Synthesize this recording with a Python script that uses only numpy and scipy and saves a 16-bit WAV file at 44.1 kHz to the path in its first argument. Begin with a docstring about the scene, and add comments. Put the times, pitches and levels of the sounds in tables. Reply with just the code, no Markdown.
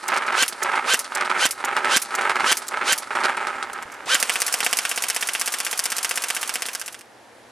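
"""Electric airsoft rifle

A rifle beside a stereo microphone fires six single shots, then a long burst that fades out.
In each cycle gears wind the spring, the piston slams and the bolt cover snaps back; the impacts
excite damped modes. Between shots loose pellets knock and rattle in a resonant hollow box,
trigger and selector tick, and a thin whistle sounds. A quiet indoor hum remains at the end."""
import sys
import numpy as np
from scipy import signal
from scipy.io import wavfile
from scipy.ndimage import uniform_filter1d

SR = 44100
rng = np.random.default_rng(int(sys.argv[2]) if len(sys.argv) > 2 else 0)


def to_wav(sig):
    """Store sig (one row per channel, or 1-D mono) as 16-bit WAV at the path in sys.argv[1].

    Samples outside -1..1 are clipped; the rate is SR.
    """
    pcm = np.clip(np.atleast_2d(sig), -1, 1) * 32767
    pcm = np.round(pcm).astype(np.int16)
    wavfile.write(sys.argv[1], SR, pcm.T)  # frames by channels


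N = 331191
TIME = np.arange(N) / SR

# piston impacts: (time [s], level [dB], twin crack at the muzzle re slam [dB], bolt cover level [dB])
SHOTS = [(0.4324, -4.6, -1.1, -20), (0.9438, -4.0, -0.6, -20.5), (1.4615, -5.7, -3.2, -20.5),
         (1.9707, -4.2, -1.7, -20), (2.5231, -3.4, -3.3, -20), (2.9305, -5.9, 0.4, -21),
         (4.1525, -3.2, -1.2, -19), (4.2274, -6.4, 1, -38), (4.2958, -4.3, -3.9, -24),
         (4.3571, -7.3, -7.4, -20.5), (4.4188, -9, -2.3, -18), (4.4803, -12.1, -4.1, -18),
         (4.541, -9.1, 2.4, -30), (4.605, -8.2, -0.2, -19.5), (4.6643, -4.8, -2.8, -30),
         (4.7292, -6.1, -1.5, -17.5), (4.7885, -8.5, 0.7, -33.5), (4.852, -7.2, -8.3, -20.5),
         (4.9143, -8.1, -8.8, -24), (4.9766, -8.3, -6.6, -21), (5.0387, -10, -5.1, -21.5),
         (5.1008, -7.7, -9.5, -23.5), (5.1636, -8.9, -5.2, -22), (5.226, -8.1, -9.8, -22.5),
         (5.2884, -8.8, -5.1, -21), (5.3509, -7.1, -11.1, -21.5), (5.4139, -9.5, -13.7, -21),
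         (5.4765, -8.6, -9.4, -21.5), (5.5398, -9.2, -8.4, -24), (5.6029, -10.3, -5.9, -22),
         (5.666, -9.8, -5.4, -22), (5.7294, -9.9, -11.6, -23), (5.7929, -10.5, -7.7, -21.5),
         (5.8564, -10.6, -4, -22.5), (5.9199, -9.7, -13, -22.6), (5.9834, -11.4, -7.5, -21.5),
         (6.0469, -7.9, -11.4, -23), (6.1111, -8.1, -8.3, -22), (6.1749, -9.7, -7, -24),
         (6.2388, -9.8, -9.4, -23), (6.3024, -8.5, -11.4, -22.5), (6.3661, -10.5, -10.7, -24),
         (6.4299, -9.8, -8.9, -28), (6.4937, -11.4, -2.2, -21), (6.5564, -11.3, 3, -39),
         (6.622, -9.3, -6.4, -23.5), (6.6863, -10.2, -8.4, -23), (6.7506, -9.6, -5.2, -22),
         (6.8149, -10.4, -4.9, -22), (6.8795, -8.5, -5, -23), (6.9445, -9.2, -10.8, -23),
         (7.0106, -9.5, -6.9, -23)]
FROM_REST = np.arange(len(SHOTS)) < 7  # these shots start with the motor standing
REST_SHOTS_S = np.transpose(SHOTS)[0][FROM_REST]


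def amp(db):
    """Amplitude ratio of a level in decibels."""
    return 10 ** (np.asarray(db) / 20)


def unit_rms(x):
    """Normalisation to unit mean power."""
    return x / np.sqrt(np.mean(x ** 2) + 1e-20)


def flutter(span, passes=1):
    """Slow random fluctuation: white noise under a moving average of span samples, at unit rms."""
    noise = rng.standard_normal(N)
    for _ in range(passes):
        noise = uniform_filter1d(noise, span)
    return unit_rms(noise)


def impulse(spectrum, size=1024):
    """Minimum-phase response of (frequency [Hz], gain [dB]) points, by the Hilbert transform."""
    hz, db = np.transpose(spectrum)
    half = np.interp(np.log(np.fft.rfftfreq(4 * size, 1 / SR) + 1), np.log(hz + 1), db)
    log_gain = np.log(amp(np.maximum(np.r_[half, half[-2:0:-1]], -100)))
    return np.fft.ifft(np.exp(np.conj(signal.hilbert(log_gain)))).real[:size]


def excite(force, response):
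    """A linear system's output: the convolution of its input and impulse response."""
    return signal.oaconvolve(force, response)[:len(force)]


def coloured(x, spectrum, size=1024):
    """Linear filtering by a spectral envelope."""
    return excite(x, impulse(spectrum, size))


def highpass(x, hz):
    """Second-order Butterworth attenuation below hz."""
    return signal.sosfilt(signal.butter(2, hz, "high", fs=SR, output="sos"), x)


def ringing(modes, size=2048):
    """Free decay of modes (frequency [Hz], bandwidth [Hz], level [dB]), scaled to peak 1."""
    t = np.arange(size) / SR
    ring = sum(amp(db) * np.sin(2 * np.pi * hz * t) * np.exp(-np.pi * width * t)
               for hz, width, db in modes)
    return ring / abs(ring).max()


def train(times, db):
    """Ideal impacts: one-sample impulses at the given times and levels."""
    out = np.zeros(N)
    np.add.at(out, np.minimum(np.round(np.asarray(times) * SR).astype(int), N - 1), amp(db))
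    return out


def bursts(times, db, spectrum, rise_s, hold_s, t60, grain_db=1):
    """Amplitude-modulated grainy noise: linear attack, short hold, exponential decay."""
    t = np.arange(4096) / SR
    shape = np.minimum(t / rise_s, 1) * amp(-60 * np.maximum(t - hold_s, 0) / t60)
    grains = rng.standard_normal(N) * amp(grain_db * flutter(20))
    return unit_rms(coloured(grains, spectrum)) * excite(train(times, db), shape)


def envelope(curves, column=1):
    """Smoothed sum of gains from curves of (time [s], level [dB], ...), each silent outside its span."""
    gain = sum(amp(np.interp(TIME, rows[:, 0], rows[:, column], -200, -200))
               for rows in map(np.array, curves))
    return uniform_filter1d(gain, size=130)


def hum():
    """Partial coherence: both channels share most of the room noise and, near the end, a mains tone."""
    spectrum = [(18, -77), (30, -31), (65, -13), (125, -7), (158, -20.5), (229, 0.5), (291, -1.5), (443, 0),
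                (858, 1), (1180, -6.5), (1700, -3.5), (2530, -11.5), (10500, -22), (14100, -35),
                (16500, -63)]  # room noise: (frequency [Hz], gain [dB])
    levels = [(0, -52), (4.1, -45), (4.3, -67), (6.4, -52), (7.0, -50.5), (7.51, -49)]  # its course: (time [s], level [dB])
    common, left, right = (unit_rms(coloured(noise, spectrum, size=4096))
                           for noise in rng.standard_normal((3, N)))
    mains = amp(-21) * np.sqrt(2) * np.sin(2 * np.pi * 120 * TIME)
    mains *= envelope([[(6.5, -20), (7.0, 0), (7.51, 0)]])
    return (np.array([common + 0.57 * left, common + 0.61 * right]) + mains) * envelope([levels])


def whistle():
    """Random amplitude modulation broadens a thin tone: at the start, after single shots, at the end."""
    last_glide = [(7.08, 10900, -77), (7.5, 10400, -72)]  # falling tone: (time [s], frequency [Hz], level [dB])
    spans = [[(shot + .09, -62), (shot + .2, -62)] for shot in np.r_[-.1, REST_SHOTS_S[:-1]]]
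    times, hz, _ = np.transpose(last_glide)
    cycles = np.cumsum(np.interp(TIME, times, hz, left=10895)) / SR
    gain = envelope(spans) + envelope([last_glide], column=2)
    return np.sqrt(2) * np.sin(2 * np.pi * cycles) * (1 + 0.53 * flutter(200)) * gain


def rattle_levels():
    """Pellets settle, lie in a lull, then stir: curves of (time [s], blows [dB], contact hiss [dB])."""
    # spells of rattling: (start [s], rise [s], level [dB], drift [dB/s])
    spells = [(0.04, 0.082, -23.5, 12), (.58, 0.08, -17.5, -18.5), (1.08, 0.11, -25.5, 37),
              (1.56, 0.13, -23, 38), (2.09, 0.11, -15.5, -9.5), (2.7, 0.13, -23, -5),
              (3.08, 0.13, -15.5, -24.5)]
    settle_s, hiss_db = .06, -15.5
    stirred, lull = (-31, -34.5), (-33.5, -37)
    previous_shots, ends = np.r_[-settle_s, REST_SHOTS_S], REST_SHOTS_S - .0297
    curves = []
    for (start, rise, db, drift), shot, end in zip(spells, previous_shots, ends):
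        end_db = db + drift * (end - start - rise)
        curves.append([(shot + .012, *stirred), (min(shot + settle_s, start), *lull), (start, *lull),
                       (start + rise, db, db + hiss_db), (end, end_db, end_db + hiss_db)])
    return curves


def pellets():
    """Impact excitation: dense random blows and loud knocks with trailing flurries ring one hollow box."""
    box_spectrum = [(59, -56), (100, -22.5), (239, -13.5), (301, -23), (366, -2.5), (470, -20), (561, -6.5),
                    (694, -16), (829, 5.5), (1100, -5), (1290, 2.5), (1410, 1), (2240, -6.5), (3320, -16),
                    (7000, -31.5), (9100, -79), (15400, -120)]  # broad box response: (frequency [Hz], gain [dB])
    box_modes = [(379, 10, -14), (821.3, 23.5, 15.5), (877, 35, -4), (1090, 99, -10), (1310, 32, 15),
                 (1597, 30, 3.5), (2090, 92, 11.5)]  # box resonances: (frequency [Hz], bandwidth [Hz], level [dB])
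    impacts = [(0.061, -29, -22), (0.087, -8.5, -24), (0.101, -16, -14), (0.12, -2.5, -34),
               (0.141, -15, -10), (0.164, -6, -20), (0.174, -20, -10), (0.222, -16, -17), (0.264, -15, -12),
               (0.281, -7.5, -34), (0.323, -6.5, -22), (0.345, -13, -32), (0.525, -16, -9.5),
               (0.619, -16, -27), (0.648, -11, -22), (0.717, -13, -20), (0.755, -11, -12.5),
               (1.044, -26, 0), (1.121, -13.5, -21), (1.158, -9.5, -32), (1.172, -9, -19), (1.209, -7, -19),
               (1.249, -10.5, -15.5), (1.297, -8, -16.5), (1.365, -17, -26), (1.386, -16, -8),
               (1.602, -16.5, -17), (1.64, -4.5, -32), (1.684, -16, -18), (1.766, -3, -20),
               (1.846, -0.5, -21.5), (2.05, -27, 0), (2.107, -16, -16), (2.14, -13.5, -33),
               (2.211, -19, -5), (2.295, -5, -14.5), (2.357, -13, -14), (2.398, -7.5, -15.5),
               (2.422, -25, -9), (2.444, -28, -15), (2.62, -25.5, -2), (2.716, -18, -38),
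               (2.737, -12.5, -39), (2.772, -13.5, -21), (2.813, -7, -34), (3.023, -21, -5),
               (3.107, -9, -38), (3.153, -8, -15.5), (3.203, -36, 6), (3.236, -9.5, -11.5),
               (3.249, -13, -11), (3.369, -12.5, -17), (3.47, -15.5, -10.5), (3.626, -16.5, -12.5),
               (3.777, -20, -25), (4.319, -21.5, 2), (4.629, -9.5, -7.5), (6.653, -24.5, 3.5)]  # single knocks: (time [s], level [dB], treble re knock [dB])
    # contact noise: (frequency [Hz], gain [dB])
    contact = [(2500, 0), (4500, 4), (7000, -3.5), (9000, -0.5), (11500, -12.5), (16500, -53)]
    blows_per_s, clump_s = 1800, .015
    times, db, treble_db = np.transpose(impacts)
    box = impulse(box_spectrum, size=2048)
    box = box / abs(box).max() + amp(-12.5) * ringing(box_modes)
    force = amp(3.5 * np.minimum(rng.exponential(1, N), 5)) * rng.choice([-1, 1], N)
    force *= rng.random(N) < blows_per_s / SR
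    blows = unit_rms(excite(force, box))
    levels = rattle_levels()
    clumps = amp(2 * flutter(round(clump_s * SR), passes=2))  # pellets move in clumps
    bed = envelope(levels) * clumps * amp(-6.5)
    flurry = excite(train(times, db - 15.5), amp(-60 * np.arange(6000) / SR / 0.13))
    hiss = unit_rms(coloured(unit_rms(force) + 1.32 * rng.standard_normal(N), contact))
    hiss *= envelope(levels, column=2) * clumps * amp(-8)
    knocks = excite(train(times, db - 5), box / abs(box).max())
    clicks = bursts(times, db + treble_db - 5, contact,
                    rise_s=.00026, hold_s=.0011, t60=.088, grain_db=5.5)
    return blows * (bed + flurry) + hiss + knocks + clicks


def trigger_and_selector():
    """Brief contacts have broad spectra: each bright tick is a pair of short noise bursts."""
    ticks = [(0.0802, -15.5), (0.63, -15.5), (1.15, -16), (1.6476, -17), (2.151, -16), (2.6683, -30),
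             (2.6814, -17.5), (3.731, -26.5), (3.8243, -29), (3.919, -32.5), (3.939, -34.5), (4.0577, -34)]  # contacts: (time [s], level [dB])
    spectrum = [(3000, -6.5), (6000, 4), (8000, 6.5), (11000, -1.5), (14000, -9), (16500, -25)]  # tick noise: (frequency [Hz], gain [dB])
    times, db = np.transpose(ticks)
    return bursts(np.r_[times, times + .0046], np.r_[db - 6, db - 11], spectrum,
                  rise_s=.0006, hold_s=.001, t60=.025)


def gears():
    """Gear meshing: shaft harmonics and tooth-modulated noise rise as the motor spins up from rest."""
    windup = [(-.093, -46, -38), (-.05, -26, -24.5), (-.011, -23.5, -18.5)]  # winding the spring: (time from slam [s], grind [dB], whine [dB])
    harmonics = [(1, -13), (3, 0), (6, -2), (8, -15), (12, -14)]  # gear whine: (multiple of shaft frequency [1], level [dB])
    grind_spectrum = [(150, -22), (300, -24), (700, -12.5), (1200, -6.5), (2500, -5.5), (4000, -7.5),
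                      (6500, -12), (10000, -15.5), (12500, -31), (16500, -53)]  # tooth noise: (frequency [Hz], gain [dB])
    free_shaft_hz, spin_up_s = 537, .025
    coast_s, coast_db = .013, -10  # gears run on briefly after the release
    windups = [[(shot + offset, *db) for offset, *db in windup] for shot in REST_SHOTS_S]
    hz = np.zeros(N)
    for rows in windups:
        since = np.maximum(TIME - rows[0][0], 0)
        spin_up = 1 - np.exp(-(since / spin_up_s) ** 1.3)
        sag = 1 - 1.5 * np.clip(since - .065, 0, .1)  # the spring's load slows the shaft
        hz = np.where(since > 0, free_shaft_hz * spin_up * sag, hz)
    jitter = 1 + .08 * uniform_filter1d(rng.standard_normal(N), size=150)
    turns = np.cumsum(hz * jitter) / SR
    whine = sum(amp(db) * np.sin(2 * np.pi * k * turns) for k, db in harmonics)
    coasting = [rows + [(rows[-1][0] + coast_s, rows[-1][1] + coast_db, 0)] for rows in windups]
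    teeth = rng.standard_normal(N) * (0.48 + np.exp(-(3 * turns % 1) / 0.13))
    grind = unit_rms(coloured(teeth, grind_spectrum)) * amp(5)
    return whine * envelope(windups, column=2) + grind * envelope(coasting)


def piston_release():
    """Sudden unloading: after a wind-up from rest the gear lets the piston go with a squeak and a thud."""
    # squeak: (frequency [Hz], gain [dB])
    spectrum = [(3000, -6.5), (6000, -9.5), (7100, 2), (8200, -13.5), (11000, -10.5), (16500, -40)]
    times = REST_SHOTS_S - .0082
    squeak = bursts(times, -12.5, spectrum, rise_s=.0008, hold_s=.002, t60=.022)
    thud = excite(train(times, -25), ringing([(260, 110, 0), (600, 250, -2)]))
    return squeak + thud


def piston_slams():
    """Impulse response: slam, muzzle twin and rebounds each crack, thump and ring the receiver."""
    rebounds = [(1.9, -15), (2.6, -14), (3.4, -17), (4.45, -2.5), (6.2, -13), (7, -16), (8.9, -12),
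                (10.5, -16)]  # rebounds and near reflections: (delay [ms], level re slam [dB])
    spectrum = [(59, -74), (100, -24.5), (922, -12.5), (1510, 2.5), (2410, 2.5), (2920, 4.5), (3540, 1.5),
                (4030, -4), (5320, 0), (6870, -7.5), (9670, -6.5), (14500, -20), (16500, -120.5)]  # crack and noisy tail: (frequency [Hz], gain [dB])
    receiver_modes = [(1470, 170, -54), (1600, 190, 2), (2050, 200, -31), (2370, 220, -1.5),
                      (2920, 220, -21), (3020, 67, -6), (4940, 88, -9), (6050, 250, 2.5), (8170, 370, 33)]  # resonances: (frequency [Hz], bandwidth [Hz], level [dB])
    edge_levels = [(0, -1), (4.15, -0.5), (4.35, -3), (5, -2.5), (7.1, -6)]  # the crack's bright edge: (time [s], level [dB])
    times, db, twin_db, _ = np.transpose(SHOTS)
    scatter = rng.standard_normal((len(times), len(rebounds) + 3))  # shots differ a little
    twin_scatter, edge_scatter, thump_scatter = scatter[:, -3:].T
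    twin_ms = np.where(FROM_REST, -.65, .39 + .12 * twin_scatter ** 2)

    def strikes(level):
        """Superposition of each slam, its twin and its rebounds."""
        echoes = sum(train(times + ms / 1000, level + echo_db + 1.6 * scatter[:, k])
                     for k, (ms, echo_db) in enumerate(rebounds))
        return train(times, level) + train(times + twin_ms / 1000, level + twin_db) + echoes

    crack = -impulse(spectrum)  # the first swing is a suction
    low, bright = coloured(crack, [(3500, 0), (5500, -15)]), highpass(crack, 4800)
    receiver = amp(-16) * ringing(receiver_modes, size=1024)
    body = excite(strikes(db + 1), low / abs(low).max() - receiver)
    edge_db = np.interp(times, *np.transpose(edge_levels)) + 3 * edge_scatter
    edge = excite(strikes(edge_db), bright / abs(bright).max())
    low_ring = ringing([(254, 32, 0), (526, 23, 4.5), (744, 34, 15), (860, 130, 20)])
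    thump = excite(strikes(db - 18 + 1.5 * thump_scatter), low_ring)
    tail = bursts(times, db - 17, spectrum, rise_s=.001, hold_s=.003, t60=.09)
    return body + edge + thump + tail


def bolt_cover():
    """Secondary impacts: a faint catch follows each slam, then the cover snaps back in a bright rattle."""
    spectrum = [(1180, -26), (2000, -1.5), (3550, -5), (5010, 0.5), (6410, 2.5), (7070, 2), (8070, 1),
                (10200, 5.5), (14500, -10.5), (16100, -26), (16500, -84)]  # cover rattle: (frequency [Hz], gain [dB])
    slam_s, slam_db, _, snap_db = np.transpose(SHOTS)
    after_weak = np.roll(snap_db, 1) < -29  # after a weak snap the next one comes early
    snap_s = slam_s + np.where(FROM_REST, .047, .045) - .005 * after_weak
    return bursts(np.r_[snap_s, slam_s + .027], np.r_[snap_db, slam_db - 30], spectrum,
                  rise_s=.0008, hold_s=.00043, t60=.079, grain_db=3)


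def jolts():
    """Structure-borne sound: deep bumps of the held rifle travel through the mount."""
    bumps = [(3.541, -48), (3.699, -52), (3.84, -45.5), (4.132, -51), (4.21, -61), (4.279, -61),
             (4.34, -54), (4.397, -53), (4.461, -53), (4.521, -56), (4.586, -62), (4.708, -52),
             (4.834, -50)]  # jolts: (time [s], level [dB])
    times, db = np.transpose(bumps)
    return excite(train(times + .0145, db), ringing([(85, 35, 0), (140, 29, 0)], size=4096))


def churn():
    """Amplitude-modulated noise: gears and pellets churn grainily under the burst."""
    spectrum = [(88, -47), (150, -8), (287, -4.5), (594, -0.5), (934, 3.5), (1410, 6.5), (1900, -1),
                (2700, 0), (3770, -5.5), (5380, -5.5), (7510, -6), (8620, -3), (13000, -18.5), (15600, -55),
                (16500, -65)]  # running gearbox: (frequency [Hz], gain [dB])
    levels = [(4.16, -26), (4.26, -26.5), (5.05, -30), (7.07, -31.5)]  # its course: (time [s], level [dB])
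    grains = rng.standard_normal(N) * amp(2 * flutter(60))
    return unit_rms(coloured(grains, spectrum)) * envelope([levels]) * amp(-4.5)


def scene():
    """Superposition at two capsules: the direct sound is nearly alike, scattered sound decorrelates it."""
    balance = [(60, -12), (150, -2.5), (380, -3.5), (950, -3), (2380, -2.5), (5980, -0.5), (15000, 0)]  # direct sound: (frequency [Hz], left minus right [dB])
    scatter_spectrum = [(40, -31), (150, -23.5), (1500, -17), (4000, -15.5), (8000, -9.5), (16000, -2)]  # scattered sound: (frequency [Hz], gain [dB])
    fade_s = 6.5, 7.068
    rifle = piston_slams() + gears() + piston_release() + churn() + pellets()
    rifle += bolt_cover() + trigger_and_selector()
    rifle = highpass(rifle, 253)  # small parts radiate no deep bass
    direct = rifle * np.interp(TIME, fade_s, [1, 0]) + whistle()
    scattered = coloured(direct * flutter(60, passes=2), scatter_spectrum)
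    left, right = (coloured(direct, [(hz, side * db / 2) for hz, db in balance]) for side in (1, -1))
    return np.array([left + scattered, right - scattered]) + hum() + jolts()


def record(dry):
    """Soft saturation rounds the peaks; a linear-phase low-pass limits the bandwidth."""
    limited = 1.6 * np.tanh(dry / 1.6)
    lowpass = signal.firwin(511, cutoff=16500, window=("kaiser", 9), fs=SR)
    return signal.oaconvolve(limited, lowpass[None], "same")


dry = scene()
out = record(dry)
to_wav(out)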